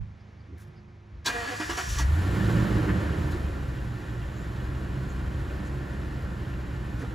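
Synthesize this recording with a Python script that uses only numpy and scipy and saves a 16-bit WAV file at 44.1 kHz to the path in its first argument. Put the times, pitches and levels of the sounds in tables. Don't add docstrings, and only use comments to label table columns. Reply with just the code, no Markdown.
import sys
import numpy as np
from scipy import signal
from scipy.fft import rfft, irfft, next_fast_len
from scipy.io import wavfile
from scipy.ndimage import uniform_filter1d

SR = 44100
rng = np.random.default_rng(int(sys.argv[2]) if len(sys.argv) > 2 else 0)


def output_pcm(signal):
    pcm = np.clip(np.atleast_2d(signal).T, -1, 1) * 32767
    wavfile.write(sys.argv[1], SR, np.round(pcm).astype(np.int16))


def makeup_ratio(level_db):
    decades = np.asarray(level_db, float) / 20
    return 10 ** decades


N = 314874
TIME, PADDED = np.arange(N) / SR, next_fast_len(N + SR)
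BIN_HZ = np.maximum(np.fft.rfftfreq(PADDED, 1 / SR), 1)


def rms_one(x):
    return x / np.sqrt(np.mean(x ** 2) + 1e-20)


def in_time(rows):
    s, *columns = np.transpose(rows)
    gate = np.interp(TIME, [s[0] - 0.03, s[0], s[-1], s[-1] + 0.03], [0, 1, 1, 0])
    return [gate] + [np.interp(TIME, s, c) for c in columns]


def at_hz(points):
    hz, value_db = np.transpose(points)
    octaves_outside = np.log2(np.maximum(hz[0] / BIN_HZ, 1) * np.maximum(BIN_HZ / hz[-1], 1))
    return np.interp(np.log(BIN_HZ), np.log(hz), value_db) - 24 * octaves_outside


def noise(gain):
    return rms_one(irfft(rfft(rng.standard_normal(PADDED)) * gain, PADDED)[:N])


def drift(hz):
    return noise(1 / (1 + (BIN_HZ / hz) ** 2))


def hump(s, length_s):
    return np.exp(-8 * ((TIME - s) / length_s) ** 2)


def age_s(start_s):
    return np.maximum(TIME - start_s, 0)


def attack(age, rise_s):
    return 1 - np.exp(-age / rise_s)


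def sine(turns):
    return np.sin(2 * np.pi * turns)


def panel_gain(panels, share):
    bumps = [db / (1 + (2 * (BIN_HZ - hz) / width_hz) ** 2) for hz, width_hz, db in panels]
    return makeup_ratio(share * sum(bumps))


def resonate(x, modes):
    out = 0
    for k, (hz, width_hz, db) in enumerate(modes):
        r = np.exp(-np.pi * width_hz / SR)
        poles = [1, -2 * r * np.cos(2 * np.pi * hz / SR), r * r]
        out = out + (-1) ** k * makeup_ratio(db) * signal.lfilter([1 - r, 0, r - 1], poles, x)
    return out


def evened(x, span_s):
    return x / np.sqrt(uniform_filter1d(x ** 2, int(span_s * SR)) + 1e-12)


# start_s, level_db, throb_db
FAR = [
    (0.0, -45, 4),
    (0.14, -56, 1),
    (0.55, -55.5, 1.5),
    (0.8, -57, -2),
    (1.1, -58.5, 0.5),
    (1.4, -57, 4),
    (1.84, -54.5, -1.5),
]
# pitch_hz, level_db
FAR_LINES = [(52, -12), (78, -3), (102.5, 0), (129, -9), (156, -10), (180, -17), (205, -14), (231, -24)]


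def far_diesel():
    throb_s, throb_peak_s = 0.1433, 0.548
    lines = sum(makeup_ratio(db + 2.6 * drift(4)) * np.sin(2 * np.pi * hz * TIME + hz) for hz, db in FAR_LINES)
    rumble = noise(1 / (1 + ((BIN_HZ - 80) / 55) ** 4))
    hum = rms_one(lines) + makeup_ratio(-10.5) * rumble
    _, level_db, throb_db = in_time(FAR)
    throb = np.cos(2 * np.pi * (TIME - throb_peak_s) / throb_s)
    return makeup_ratio(level_db + 10 + throb_db * throb) * hum


# freq_hz, density_db_per_hz
GARDEN = [(159, -11), (250, -10), (500, -18), (900, -21), (2200, -23.5), (2700, -29), (4000, -33.5),
          (6000, -38), (8000, -49), (10000, -53), (14000, -61), (15200, -68)]


def garden_air():
    breeze = makeup_ratio(0.6 * drift(4))
    return makeup_ratio(-58.5) * breeze * noise(makeup_ratio(at_hz(GARDEN)))


# centre_s, level_db, length_s, centre_hz, width_octaves
PUFFS = [(0.505, -50, 0.054, 250, 0.76), (0.54, -47.5, 0.032, 300, 0.8), (0.615, -59, 0.08, 8950, 11),
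         (0.69, -44, 0.032, 129, 0.84), (1.16, -41, 0.074, 55, 0.42), (0.212, -72, .04, 5000, .2),
         (.405, -72, .04, 4600, .2), (0.78, -69, 0.055, 4800, .2), (0.793, -57, 0.17, 207, 0.08),
         (3.337, -55, 0.045, 4130, .2), (4.1, -60, 0.056, 3100, 0.53), (7.045, -48, 0.05, 1000, 1.3),
         (1.488, -39, 0.063, 275.4, 0.1), (1.49, -40, 0.055, 1692, 0.025), (1.286, -31, 0.067, 1620, 0.046),
         (3.323, -51, 0.039, 5000, 2.4), (4.378, -63, 0.079, 6750, 0.22), (4.42, -63, 0.061, 7200, 0.17),
         (4.568, -54, 0.037, 2200, 1.6), (5.106, -59, 0.058, 6800, .25), (5.67, -58, 0.045, 7000, 0.58),
         (7.01, -54.5, 0.079, 2310, 3.1)]
# centre_s, level_db, length_s, centre_hz, width_octaves
KNOCKS = [
    (0.608, -62.5, 0.1, 1700, 0.34),
    (0.93, -61.5, 0.45, 203, 0.18),
    (2.8, -53, .1, 372.6, 0.11),
    (4.3, -64, 0.037, 3500, 0.18),
    (7.03, -38.5, 0.036, 300, 0.38),
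    (5.5, -71, 0.036, 3888, 0.41),
    (6.53, -58, 0.047, 2700, 0.29),
]
# centre_s, level_db, length_s, centre_hz, width_octaves
CLUNKS = [(2.0, -38, 0.026, 940, 0.12), (1.8, -38, .035, 1400, .2), (2.4, -40, .04, 1700, 0.13),
          (1.278, -30.5, 0.019, 1020, 0.11), (.584, -62, .015, 7500, 4.4), (0.674, -75, .06, 5700, 3.0),
          (7.9, -30, 0.011, 180, 1), (7.022, -46, .03, 1500, 0.67), (7.046, -43, 0.019, 770, 0.26),
          (7.04, -44, 0.071, 454, 0.14), (2.5, -38, 0.042, 900, 1.8), (1.272, -29, 0.032, 3800, .4),
          (1.268, -35, .03, 5500, .15), (2, -38.5, 0.052, 1150, 0.049), (3.36, -52, .16, 930, 1.5),
          (3.355, -36, 0.069, 350, 0.13), (2.9, -35.5, 0.051, 1500, 1.15)]


def puffs():
    out = 0
    for s, db, length_s, hz, octaves in PUFFS + KNOCKS + CLUNKS:
        band = noise(np.exp(-2 * (np.log2(BIN_HZ / hz) / octaves) ** 2))
        shape = hump(s, length_s) + 1e-12
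        burst = shape * band
        out = out + makeup_ratio(db) * burst * np.sqrt(np.sum(shape ** 2) / np.sum(burst ** 2))
    return out


# centre_s, length_s, pitch_hz, glide_hz_per_s, level_db
BOOMS = [(.535, 0.084, 78.5, -2, -37.5), (1.171, 0.16, 77, 0, -43), (1.376, 0.22, 54, -20, -41),
         (1.701, 0.13, 80.5, 0, -42), (1.716, 0.15, 56.5, 0, -38), (1.901, 0.16, 71.4, 63, -29),
         (2.324, 0.11, 64, 0, -21.5), (2.455, .11, 61.4, 0, -26), (2.591, 0.19, 63, 0, -26),
         (2.728, .14, 59.5, -2, -22.5), (2.899, 0.21, 67, 40, -24.5), (2.993, 0.082, 86, 0, -31),
         (3.1, 0.2, 74.5, 0, -27), (3.239, .16, 79, -2, -23.5), (3.339, .1, 75.5, -20, -29),
         (3.2, .12, 166.5, -30, -35), (3.23, 0.089, 123, 0, -29)]


def booms():
    out = 0
    for s, length_s, hz, glide, db in BOOMS:
        since = TIME - s
        out = out + makeup_ratio(db + 2 * drift(35)) * hump(s, length_s) * sine((hz + glide / 2 * since) * since)
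    return out


# start_s, pitch_hz, level_db
PUMP = [
    (0.56, 348.1, -61),
    (0.582, 351, -74),
    (0.654, 356.9, -63),
    (0.988, 350.2, -67.5),
    (1.212, 344, -68),
    (1.232, 343, -72),
    (1.27, 334, -52),
]


def fuel_pump():
    gate, pitch_hz, level_db = in_time(PUMP)
    return gate * makeup_ratio(level_db + 6.5) * sine(np.cumsum(pitch_hz) / SR)


# start_s, peak_db, ring_hz, ring_db, t60_s
JOLTS = [
    (1.256, -29, 323, -44, 0.62),
    (1.284, -26, 289, -34.5, 0.13),
    (1.599, -22.5, 310, -27.5, 0.26),
    (1.693, -24, 340, -30.5, 0.28),
    (1.774, -19.5, 370, -35, 0.15),
    (1.797, -33, 282, -47, 0.39),
    (1.995, -32, 300, -41, 0.13),
]
# freq_hz, density_db_per_hz
GEARS = [(250, -1.5), (450, -4), (750, -8), (1000, -9), (1700, -2), (2200, -6), (3000, -6.5), (4000, -15)]
# freq_hz, width_hz, gain_db
PANELS = [(528, 20, -10), (700, 7, 5), (1000, 160, 8.5), (1166, 32, 13.5), (1345, 60, 7), (1460, 12, 9),
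          (1650, 12, 8), (1680, 29, 11), (1770, 40, 9), (1910, 45, 11), (2430, 9.1, 15.5), (3650, 20, -2),
          (4030, 45, -7), (4450, 30, 15), (4680, 40, 10), (5450, 31, 11), (5700, 51, 5), (5960, 370, 0)]


def gear_grind(grind_db):
    level = makeup_ratio(grind_db)
    for s, peak_db, _, _, t60_s in JOLTS:
        age = age_s(s)
        level = level + makeup_ratio(peak_db - 10.5) * attack(age, 0.0055) * makeup_ratio(-60 * age / t60_s)
    grit = makeup_ratio(0.77 * drift(240))
    return level * grit * noise(makeup_ratio(at_hz(GEARS)) * panel_gain(PANELS, share=0.99))


# centre_s, length_s, mesh_hz, level_db
SINGS = [
    (1.388, 0.08, 236.2, -35.5),
    (1.495, 0.029, 275.8, -47),
    (1.527, 0.042, 246.8, -39),
    (1.711, .03, 362, -38.5),
    (1.793, 0.033, 375, -37.5),
]
MESH = [4, 13.5, 14, 3.5, -7, 6, -15, 11.5]


def gear_song():
    sag_hz_per_s = 40
    swells = np.array([makeup_ratio(db) * hump(s, 2 * length_s) for s, length_s, _, db in SINGS]) + 1e-12
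    centre_s, _, mesh_hz, _ = np.transpose(SINGS)[:, swells.argmax(axis=0)]
    pitch_hz = mesh_hz - sag_hz_per_s * np.clip(TIME - centre_s, -0.1, 0.1)
    turns = np.cumsum(pitch_hz * (1 + 0.0087 * drift(41))) / SR
    tone = sum(makeup_ratio(db + 2 * drift(20)) * sine((k + 1) * turns) for k, db in enumerate(MESH))
    return swells.max(axis=0) * rms_one(tone)


# pitch_hz, level_db, t60_s
HOUSING = [(702, -2, 0.11), (971, 7, 0.044), (1160, -20, 0.12), (1298, -9, 0.13), (1570, -13, 0.22),
           (1690, -18, 0.14), (1960, -24, 0.098), (2520, -23, .12)]


def housing_ring():
    strike_spread_db = 2
    ring = 0
    for s, peak_db, ring_hz, ring_db, _ in JOLTS:
        age = age_s(s)
        swing = attack(age, 0.0011) * makeup_ratio(-60 * age / 0.2) * (1 + 0.5 * sine(64 * age))
        ring = ring + makeup_ratio(ring_db - 0.5) * swing * sine(ring_hz * age)
        for hz, db, t60_s in HOUSING:
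            luck_db = strike_spread_db * rng.standard_normal()
            strength = makeup_ratio(peak_db + db - 6.5 + luck_db - 60 * age / t60_s)
            ring = ring + attack(age, 0.011) * strength * sine(hz * age)
    return ring


# start_s, grind_db, rasp_centre_hz
STARTER = [(1.243, -65, 4230), (1.26, -35, 4230), (1.33, -41.5, 4380), (1.5, -36.5, 4560),
           (1.545, -38.5, 4600), (1.565, -41.5, 4630), (1.67, -46.5, 5200), (1.74, -45, 5620),
           (1.85, -49.5, 5800), (2.02, -37.5, 5870), (2.07, -56, 5450)]


def starter():
    gate, grind_db, _ = in_time(STARTER)
    return gate * (gear_grind(grind_db) + gear_song() + housing_ring())


# start_s, level_db, t60_s
SCRAPES = [
    (1.245, -45, 0.12),
    (1.258, -25, 0.1),
    (1.28, -34, 0.062),
    (1.598, -43, 0.13),
    (1.693, -41, 0.18),
    (1.77, -39, 0.26),
    (1.885, -46, 1),
    (1.982, -36, 0.15),
]
# freq_hz, density_db_per_hz
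RASP_COLOUR = [(2500, -8), (3500, -4.5), (5000, -6.5), (5700, -4.5), (8000, -4.5), (10000, -12),
               (14000, -17), (15600, -13)]


def rasp():
    gate, _, centre_hz = in_time(STARTER)
    running = np.interp(TIME, [1.25, 1.262, 2.01, 2.04], [0, 1, 1, 0])
    level = running * makeup_ratio(-46 + 4 * (TIME - 1.42))
    for s, db, t60_s in SCRAPES:
        age = age_s(s)
        level = level + attack(age, 0.0039) * makeup_ratio(db - 60 * age / t60_s)
    wide = noise(makeup_ratio(at_hz(RASP_COLOUR)) * panel_gain(PANELS, share=0.67))
    carrier = np.sqrt(2) * sine(np.cumsum(centre_hz) / SR)
    narrow = noise(1 / (1 + (BIN_HZ / 450) ** 4)) * carrier
    return gate * level * (wide + makeup_ratio(-7) * narrow)


CYLINDERS = [0.5, -2, 0.5, 1, -6, -0.5, -1.5, -1.5]


def firings(turns, spread_db, jitter, cancelled):
    count = np.arange(int(turns[-1]))
    late, strong = rng.standard_normal((2, len(count)))
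    at = np.interp(count + jitter * late, turns, np.arange(N)).astype(int)
    clicks = np.full(N, 1e-18)
    np.add.at(clicks, at, makeup_ratio(np.array(CYLINDERS)[count % 8] + spread_db * strong) - cancelled)
    return clicks


# freq_hz, width_hz, gain_db
PIPE = [(45.7, 25.6, -6), (63.4, 9.1, -4.5), (80, 18, -7.5), (105.5, 33.4, -5), (136.4, 4.7, 1)]


def pipe_thud(turns):
    clicks = firings(turns, spread_db=2, jitter=0.04, cancelled=0.95)
    return 0.85 * evened(resonate(clicks, PIPE), 0.3)


# multiple_of_firing_rate, level_db_re_thud, resonance_hz, width_hz
BELT = [(2.08, 2, 128, 30), (.875, -6, 55, 30), (1.18, -1.5, 74, 22), (.625, -6, 45, 40),
        (1.375, -9, 88, 30), (.75, -4, 78, 14), (1.875, -6, 110, 16), (1.75, 1, 190, 55),
        (.875, -6, 100, 25), (1.5, -4, 165, 26), (1.375, -5, 150, 24), (1.25, -4, 125, 22),
        (3.375, -12, 213, 30), (4.5, -12, 288, 16), (3.875, -15, 245, 30), (3, -12, 190, 40),
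        (2, -1, 114, 12), (2.625, -8, 298, 16), (2.75, -4, 305, 14)]


def driven_parts(turns, per_s):
    out = 0
    for multiple, db, hz, width_hz in BELT:
        near = 1 / (1 + (2 * (multiple * per_s - hz) / width_hz) ** 2)
        out = out + near * makeup_ratio(db + 1.5 + 1.7 * drift(9)) * sine(multiple * turns)
    return out


# freq_hz, width_hz, gain_db
MUFFLER = [(154.6, 47.6, 1), (199, 51, 1.5), (300, 30.4, 0.5), (361, 35.4, 0), (394, 76, -5.5),
           (563, 152, -13)]


def muffler_growl(turns):
    clicks = firings(turns, spread_db=1.6, jitter=0.045, cancelled=0.35)
    turbulence = 0.07 * rng.standard_normal(N)
    return evened(resonate(clicks + turbulence, MUFFLER), 0.39)


# freq_hz, density_db_per_hz
BLOCK = [(500, -11), (700, 1), (1200, 1.5), (1500, 4), (1900, 0.5), (2250, -4.5), (3000, -8.5),
         (4000, -14.5), (6000, -21)]
# freq_hz, density_db_per_hz
INTAKE = [(2500, -2), (4000, 1.5), (6000, -4), (7300, 0), (10000, -5.5), (14000, -7), (15500, -6.5)]
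# freq_hz, width_hz, gain_db
COVERS = [(540, 24, 7.5), (699, 21, 5.5), (1050, 260, 3), (1235, 58, -4), (1380, 20, 6.5), (1394, 3.9, 7),
          (1505, 12, 7.5), (1788, 31, 10.5), (1900, 24, 4.5), (2455, 15, 11), (2880, 68, 7), (3160, 18, 11),
          (3470, 38, 7), (3880, 24, 11.5), (4230, 33, 9.5)]


def clatter_and_hiss(turns):
    clicks = firings(turns, spread_db=2, jitter=0.045, cancelled=0)
    puff = evened(signal.lfilter([1], [1, -np.exp(-1 / (0.02 * SR))], clicks), 0.48)
    clatter = noise(makeup_ratio(at_hz(BLOCK)) * panel_gain(COVERS, share=0.79))
    hiss = noise(makeup_ratio(at_hz(INTAKE)) * panel_gain(COVERS, share=0.69))
    return rms_one(clatter * (1 + 0.14 * puff)), rms_one(hiss * (1 + 0.14 * puff))


# start_s, load_db_re_idle
ENGINE = [(1.84, -15), (1.91, 15), (2.03, 7.5), (2.14, 14), (2.24, 11.5), (2.44, 14), (2.63, 10.5),
          (2.86, 4.5), (3.09, 0.5), (3.3, 5.5), (3.6, 0), (4.05, -2), (4.41, -2), (4.8, -2.5), (5.2, -2.5),
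          (5.94, -3.5), (6.59, -6), (7.14, -2.5)]
# start_s, firings_per_s
SPEED = [(1.84, 46), (1.97, 56), (2.04, 64), (2.15, 81), (2.25, 93), (2.35, 100.5), (2.5, 111), (2.64, 117),
         (2.85, 111.5), (3.0, 103), (3.15, 94), (3.31, 79), (3.46, 67.5), (3.78, 60.5), (4.17, 56.8),
         (4.8, 62.3), (5.5, 64.2), (7.14, 59.2)]
# centre_s, depth_db, length_s
STUMBLES = [(1.885, 4, 0.034), (1.94, 17, 0.026), (2.228, -2, 0.05), (2.556, 6, 0.02), (2.397, 8, 0.18),
            (3.07, 8, 0.052), (3.183, -1, 0.058), (2.68, 14, 0.048), (3.267, -1, 0.034), (3.407, 4.5, 0.08),
            (3.547, 4, 0.068), (3.994, 7, 0.14), (4.36, 21, 0.043), (5.02, 7, 0.011), (5.174, -3, 0.043),
            (5.27, -5, 0.013), (7.02, 9, 0.042)]
# firings_per_s, gain_db
TAILPIPE = [(46, -10), (56, -3.5), (64, 0), (78, 1), (92, -7), (101, 0), (112, -0.5), (120, 3)]


def engine():
    gate, load_db = in_time(ENGINE)
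    _, per_s = in_time(SPEED)
    turns = np.cumsum(per_s) / SR
    doublings = np.log2(per_s / 60)
    stumble_db = sum(depth_db * hump(s, 2 * length_s) for s, depth_db, length_s in STUMBLES)

    tone_db = -29 + 0.92 * load_db - 1.3 * doublings
    thud_db = -39.5 + 0.19 * load_db + 5.64 * doublings
    growl_db = -41 + 0.043 * load_db + 12.4 * doublings
    clatter_db = -47.7 + 0.17 * load_db + 8.06 * doublings
    hiss_db = -58.5 + 0.44 * load_db + 4.8 * doublings

    tone_db = tone_db - stumble_db + np.interp(per_s, *np.transpose(TAILPIPE))
    thud_db = thud_db - 0.26 * stumble_db
    growl_db = growl_db + np.interp(TIME, [2.04, 2.31], [-8.5, 0])

    flutter = 1 + 0.23 * sine(turns * 3 / 8) + 0.22 * drift(25)
    tone = flutter * makeup_ratio(tone_db) * sine(turns)
    thud = pipe_thud(turns) + driven_parts(turns, per_s)
    clatter, hiss = clatter_and_hiss(turns)
    takeover = np.interp(TIME, [1.99, 2.04], [0, 1])
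    swell = takeover * makeup_ratio(0.45 * drift(20))
    exhaust = tone + makeup_ratio(thud_db) * thud + makeup_ratio(growl_db) * muffler_growl(turns)
    return gate * (exhaust + swell * (makeup_ratio(clatter_db) * clatter + makeup_ratio(hiss_db) * hiss))


# start_s, peak_db, pitch_hz
RATTLES = [(3.4585, -50, 2580), (3.5617, -52, 2400), (3.7852, -49, 2780), (3.867, -63, 2690),
           (4.095, -67, 2980), (4.2185, -47.5, 2800), (4.601, -47, 2930), (4.75, -50, 2830),
           (5.5, -48, 2480), (6.4502, -53, 3220), (6.539, -50.5, 2800)]


def rattles():
    t60_s, partials = 0.063, [(1, 0), (1.13, -5), (1.37, -11)]
    out = 0
    for s, db, hz in RATTLES:
        age = age_s(s)
        for ratio, part_db in partials:
            out = out + makeup_ratio(db + part_db - 60 * age / t60_s) * sine(hz * ratio * age)
    return out


ECHO_MS = [3.1, 5.3, 8.9, 13.7, 19.3, 27.1]
# freq_hz, right_lead_cycles
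PORT_TURNS = [(20, 0), (7250, 0), (8480, .5), (8600, .5), (9800, 1), (10400, 1), (11800, 1.5), (12500, 1.5),
              (13450, 2), (14300, 2), (15300, 2.5), (22050, 2.5)]
# freq_hz, side_re_mid_db
DIFFUSE = [(30, -26), (110, -21), (200, -26), (400, -2.5), (700, 0.5), (1300, -0.5), (1900, 0.5),
           (2500, -7), (3300, -16.5), (3700, -39)]
# freq_hz, left_minus_right_db
LEAN = [(30, 4), (200, -4.5), (400, -3), (950, -8), (1400, -4), (1650, 5.5), (2100, 0), (2500, -1),
        (20000, 9.5)]


def scene():
    ambience = far_diesel() + garden_air() + puffs()
    machine = booms() + fuel_pump() + starter() + rasp() + engine() + rattles()
    direct = rfft(ambience + machine, PADDED)
    scattered = direct
    for ms in ECHO_MS:
        delay = np.exp(-2j * np.pi * BIN_HZ * round(ms * SR / 1000) / SR)
        scattered = scattered * (delay - 0.6) / (1 - 0.6 * delay)
    wide = BIN_HZ < 3700
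    slip = np.pi * np.interp(BIN_HZ, *np.transpose(PORT_TURNS))
    diffuse = wide * (0.8 * scattered - 0.5j * direct) * makeup_ratio(at_hz(DIFFUSE) - 3.5)
    side = diffuse - 1j * np.sin(slip) * (0.8 * direct + 0.4 * scattered)
    lean = makeup_ratio(wide * at_hz(LEAN) / 2)
    mid = direct * np.cos(slip)
    ports = irfft(np.array([mid * lean + side, mid / lean - side]), PADDED)[:, :N]
    return np.minimum(TIME / 0.012, 1) * ports


def low_pass(x):
    return signal.sosfilt(signal.butter(12, 15800, fs=SR, output="sos"), x)


def record(dry):
    low_cut = signal.butter(4, 34, "high", fs=SR, output="sos")
    mix = signal.sosfilt(low_cut, dry)
    return low_pass(mix)


dry = scene()
out = record(dry)
output_pcm(out)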